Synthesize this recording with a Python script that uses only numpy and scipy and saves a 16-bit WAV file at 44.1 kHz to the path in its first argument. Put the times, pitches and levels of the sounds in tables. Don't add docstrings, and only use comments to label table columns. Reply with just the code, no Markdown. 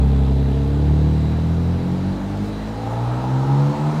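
import sys
import numpy as np
from scipy import signal
from scipy.fft import rfft, irfft
from scipy.io import wavfile
from scipy.ndimage import uniform_filter1d

SR = 44100
rng = np.random.default_rng(int(sys.argv[2]) if len(sys.argv) > 2 else 0)


def store_pcm(level_fs):
    pcm = np.round(np.clip(level_fs, -1, 1) * 32767).astype(np.int16)
    wavfile.write(sys.argv[1], SR, np.atleast_2d(pcm).T)


N = 176400
TIME_S = np.arange(N) / SR


EXHAUST_HARMONICS = { 1: [(.6, -53), (1.3, -45), (1.6, -40), (2.6, -33.5), (2.9, -39), (3.07, -36.5),
                     (3.55, -39), (4, -50)], 2: [(.16, -16.5), (.5, -20.5), (.76, -21), (.9, -16.5),
                     (1.08, -19.5), (1.28, -22.5), (1.77, -21.5), (1.84, -34), (1.92, -29), (1.99, -30),
                     (2.09, -25.5), (2.19, -41.5), (2.27, -31), (2.37, -27.5), (2.5, -33), (2.59, -41),
                     (2.85, -28), (3.0, -23.5), (3.12, -21.5), (3.22, -26), (3.34, -18.5), (3.41, -19),
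                     (3.46, -22.5), (3.53, -14.5), (3.6, -16), (3.7, -19), (3.765, -33), (3.82, -20.5),
                     (3.88, -18.5), (3.94, -24), (4, -18.5)], 3: [(0, -43), (.38, -36), (.75, -28),
                     (1.12, -27), (1.55, -28), (1.9, -26), (2.12, -30), (2.18, -44), (2.27, -31.5),
                     (2.85, -40.5), (3.3, -34), (4, -30)], 4: [(0, -20.5), (.62, -22), (.73, -23.5),
                     (.95, -18), (1.1, -20), (1.28, -23.5), (1.71, -23), (1.8, -31.5), (1.87, -23),
                     (1.99, -26.5), (2.09, -21.5), (2.19, -31.5), (2.26, -24), (2.34, -33), (2.42, -25),
                     (2.55, -34), (2.7, -32.5), (2.97, -41), (3.35, -30.5), (3.75, -30), (4, -34.5)],
                     5: [(0, -26.5), (.4, -35), (.65, -50), (.85, -29.5), (1.07, -26.5), (1.6, -33),
                     (2.1, -36.5), (3.1, -38.5), (3.5, -32.5), (3.85, -38), (4, -44)], 6: [(0, -27.5),
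                     (.4, -30), (.65, -31), (.88, -34.5), (1.4, -34), (2.4, -34), (3, -53.5), (3.45, -43),
                     (4, -66)], 7: [(0, -41), (.5, -34.5), (.75, -52), (1.0, -36.5), (1.45, -36),
                     (2.15, -38), (2.5, -51), (3.2, -43), (3.72, -34), (4, -51)], 8: [(0, -31),
                     (.95, -29.5), (1.3, -35), (1.6, -52), (2.6, -47), (3.2, -44), (4, -52)], 9: [(.5, -57),
                     (.8, -38), (1.3, -41), (2, -40.5), (2.2, -47), (2.4, -39.5), (2.6, -44.5),
                     (2.9, -37.5), (3.2, -57), (3.8, -40.5)], 10: [(.5, -55), (.8, -43), (1.2, -41),
                     (1.5, -56)], 11: [(0, -44), (.9, -41.5), (1.5, -47.5), (1.8, -40.5), (2.2, -52)],
                     12: [(0, -43), (1.6, -49), (2.9, -54), (3.3, -46), (3.47, -33.5), (3.65, -36.5),
                     (3.85, -48)], 13: [(0, -41), (.65, -35), (1.1, -39.5), (1.5, -56)], 14: [(0, -50),
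                     (2.7, -54), (2.87, -36), (3.02, -35.5), (3.2, -48)], 15: [(2.55, -58), (2.8, -41),
                     (3.1, -50)], }

def exhaust(turns, gain_db=0.5, shake_db=0.6, flutter_hz=16.7, dispersion_rad=1.2, dispersion_top=6.5):
    out = np.zeros(N)
    flutter_depth = 0.076 * TIME_S
    for k, level in EXHAUST_HARMONICS.items():
        flutter = 1 + (k > 2) * flutter_depth * (drift(flutter_hz) + 1j * drift(flutter_hz))
        lag = dispersion_rad * (k ** 2 - max(k - dispersion_top, 0) ** 2)
        tone = (flutter * np.exp(1j * (2 * np.pi * k * turns - lag))).real
        out += amp(curve(level) + shake_db * drift(rate_hz=15.5)) * unit_rms(tone)
    return amp(gain_db) * out


def pipe_harmonics(turns, rate_hz, response, count=96, cylinders=3, uneven_db=-4.5, spread_db=2.5):
    out = np.zeros(N)
    for k, (phase, scatter) in enumerate(zip(rng.random(count), rng.standard_normal(count)), 1):
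        multiple = k / cylinders
        if multiple not in EXHAUST_HARMONICS:
            source_db = (uneven_db if k % cylinders else 0) + spread_db * scatter
            pipe_db = spectrum_at(response, rate_hz[::100] * multiple)
            gain = np.repeat(amp(source_db + pipe_db), 100)[:N]
            out += gain * np.cos(2 * np.pi * (multiple * turns + phase))
    return unit_rms(out)


# frequency_hz, gain_db
PIPE_RESPONSE = [(50, -21), (100, -8), (170, -5.5), (280, -2.5), (360, -14), (460, -2.5), (570, -9.5),
                 (660, -2.5), (740, -12.5), (830, -11), (1100, -18), (1800, -30.5)]
# time_s, level_db
BURBLE_ENVELOPE = [(0, -38), (.6, -39), (1.1, -39.5), (1.6, -38), (2.2, -37), (2.8, -37), (3.4, -36),
                   (4, -34.5)]

def burble(turns, rate_hz):
    tones = pipe_harmonics(turns, rate_hz, PIPE_RESPONSE)
    return amp(curve(BURBLE_ENVELOPE)) * unit_rms(reverberate(tones, wet_db=-1.5))


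# frequency_hz, relative_density_db
RASP_SPECTRUM = [(100, -3.5), (250, -1.5), (450, 5.5), (600, -9), (850, 0), (1300, -13), (2200, -18),
                 (3800, -13.5), (5500, -33), (8000, -27), (15000, -46.5)]
# time_s, level_db
RASP_ENVELOPE = [(0, -38.5), (1, -42.5), (2, -49.5), (3, -51.5), (4, -49)]

def rasp(turns, decay_firings=0.26):
    puffs = np.exp(-(2 * turns % 1) / decay_firings) * rng.standard_normal(N)
    return amp(curve(RASP_ENVELOPE)) * reverberate(coloured(puffs, RASP_SPECTRUM), wet_db=-2)


# frequency_hz, gain_db
ROAR_RESPONSE = [(300, -15), (420, -15), (510, -26), (590, -2), (720, -2.5), (830, 6.5), (930, 3.5),
                 (1060, -4), (1180, -5.5), (1330, -3), (1600, -27.5), (2600, -25), (9000, -69)]
# time_s, level_db
ROAR_ENVELOPE = [(0, -46), (1.5, -47), (2.3, -39), (2.7, -45), (2.9, -33.5), (3.2, -31), (3.6, -32.5),
                 (4, -35)]

def roar(turns, rate_hz, decay_firings=0.6, uneven_db=4.5, treble_hz=1050, neutral_rate_hz=66):
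    firing = (2 * turns).astype(int)
    strength = amp(uneven_db * rng.standard_normal(N))[firing]
    puffs = strength * np.exp(-(2 * turns % 1) / decay_firings)
    howl = reverberate(pipe_harmonics(turns, rate_hz, ROAR_RESPONSE), wet_db=-6)
    gas = reverberate(coloured(puffs * rng.standard_normal(N), ROAR_RESPONSE), wet_db=-0.5)
    sound = unit_rms(howl + gas)
    treble = signal.sosfiltfilt(signal.butter(4, treble_hz, "high", fs=SR, output="sos"), sound)
    treble_gain = (rate_hz / neutral_rate_hz) ** 3
    return amp(curve(ROAR_ENVELOPE)) * (sound + treble * (treble_gain - 1))


# frequency_hz, relative_density_db
TYRE_SPECTRUM = [(60, -13), (200, 2), (500, -1.5), (1000, -6.5), (1350, -7), (1650, -9.5), (2500, -17),
                 (4000, -20), (5500, -24), (7200, -26), (10000, -34.5), (15000, -49.5)]
# time_s, level_db
TYRE_ENVELOPE = [(0, -48), (1, -42), (2, -40.5), (2.5, -39), (3.2, -37.5), (4, -34.5)]

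def tyres():
    return amp(curve(TYRE_ENVELOPE)) * patchy_noise(TYRE_SPECTRUM)


# start_s, length_s, level_db
GRIT_BURSTS = [(2.373, .004, -49), (2.41, 0.11, -55), (2.89, .07, -61)]
# frequency_hz, relative_density_db
GRIT_SPECTRUM = [(2000, -12), (5000, 14), (9000, 7), (15500, -1)]

def grit():
    crackle = coloured(rng.standard_normal(N) * rng.exponential(1, N), GRIT_SPECTRUM)
    return sum(amp(level_db) * crackle * np.sin(np.pi * np.clip((TIME_S - start_s) / length_s, 0, 1))
               for start_s, length_s, level_db in GRIT_BURSTS)


# pitch_hz, relative_level_db
BUZZ_PARTIALS = [(3553, -67.5), (3852, -66), (3912.5, -59), (3972.4, -68), (4032.2, -67), (4092.3, -62.5),
                 (4152.3, -66), (4552.3, -68), (4731.7, -69.5)]
# time_s, gain_db
BUZZ_ENVELOPE = [(0, -3), (.6, -1), (.9, -4), (1.3, 4), (1.55, -4), (2, -1), (2.08, 3.5), (2.18, -1),
                 (2.38, -6), (2.54, 3.5), (2.7, 0), (3.5, 0), (4, 3)]

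def electrical_buzz(depth=0.26, waver_hz=1.5):
    out = np.zeros(N)
    for pitch_hz, level_db in BUZZ_PARTIALS:
        swell = 1 + depth * drift(waver_hz)
        phase = 2 * np.pi * (pitch_hz * TIME_S + rng.random()) + depth * drift(waver_hz)
        out += amp(level_db) * unit_rms(swell * np.sin(phase))
    return amp(curve(BUZZ_ENVELOPE)) * out


# frequency_hz, relative_density_db
AIR_SPECTRUM = [(20, -29), (45, -3), (100, 3), (300, -10), (700, -15.5), (1500, -19), (2500, -24.5),
                (3900, -26.5), (5200, -32), (8000, -42.5), (11000, -43), (15500, -46.5)]

def air(level_db=-37.5):
    return amp(level_db) * patchy_noise(AIR_SPECTRUM)


# frequency_hz, t60_s
DECK_DECAY = [(60, 1.9), (250, 3.1), (1000, 1.12), (4000, 0.49), (12000, 0.25)]

def reverberate(x, wet_db):
    hz, age_s, bins = signal.stft(rng.standard_normal(SR), SR, nperseg=512)
    decay = amp(-60 * age_s / spectrum_at(DECK_DECAY, hz)[:, None])
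    tail = signal.istft(bins * decay, SR, nperseg=512)[1]
    with_lead_in = np.r_[x[SR:0:-1], x]
    echoes = signal.fftconvolve(with_lead_in, tail / np.linalg.norm(tail))[SR:SR + N]
    return (x + amp(wet_db) * echoes) / np.sqrt(1 + amp(wet_db) ** 2)


def patchy_noise(spectrum, patch_db=1.5):
    bins = signal.stft(rng.standard_normal(N), SR, nperseg=1024)[2]
    patches = uniform_filter1d(rng.standard_normal(bins.shape), size=12, axis=0)
    patches = unit_rms(uniform_filter1d(patches, size=6, axis=1))
    noise = signal.istft(bins * amp(patch_db * patches), SR, nperseg=1024)[1][:N]
    return coloured(noise, spectrum)


def drift(rate_hz):
    steps = N // 100
    hz = np.fft.rfftfreq(steps, 100 / SR)
    slow = irfft(rfft(rng.standard_normal(steps)) / (1 + (hz / rate_hz) ** 4), steps)
    return unit_rms(np.interp(np.linspace(0, steps - 1, N), np.arange(steps), slow))


def coloured(x, spectrum):
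    gain = amp(spectrum_at(spectrum, np.fft.rfftfreq(N, 1 / SR)))
    return unit_rms(irfft(rfft(x) * gain, N))


def spectrum_at(points, hz):
    frequency_hz, value = np.transpose(points)
    return np.interp(np.log(hz + 1), np.log(frequency_hz), value)


def curve(points):
    return np.interp(TIME_S, *np.transpose(points))


def unit_rms(x):
    return x / np.sqrt(np.mean(x ** 2) + 1e-20)


def amp(db):
    return 10 ** (np.asarray(db) / 20)


# time_s, rate_hz
BANK_FIRING_RATE = [(0.0, 34.1), (0.3, 33.75), (0.5, 34.0), (0.75, 35.75), (0.99, 37.2), (1.25, 37.85),
                    (1.51, 41.1), (1.8, 44.1), (2.26, 49.15), (2.48, 51.45), (2.76, 54.55), (3.33, 65.1),
                    (3.68, 71.5), (4.0, 77.3)]

def scene(wander=0.0021):
    rate_hz = curve(BANK_FIRING_RATE) * (1 + wander * drift(rate_hz=15.5))
    turns = np.cumsum(rate_hz) / SR
    engine = exhaust(turns) + burble(turns, rate_hz) + rasp(turns) + roar(turns, rate_hz)
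    return (engine + tyres() + grit() + electrical_buzz() + air())[None]


def record(dry, cutoff_hz=15750):
    lowpass = signal.firwin(511, cutoff_hz, window=("kaiser", 9), fs=SR)
    return signal.oaconvolve(dry, lowpass[None], "same")


dry = scene()
out = record(dry)
store_pcm(out)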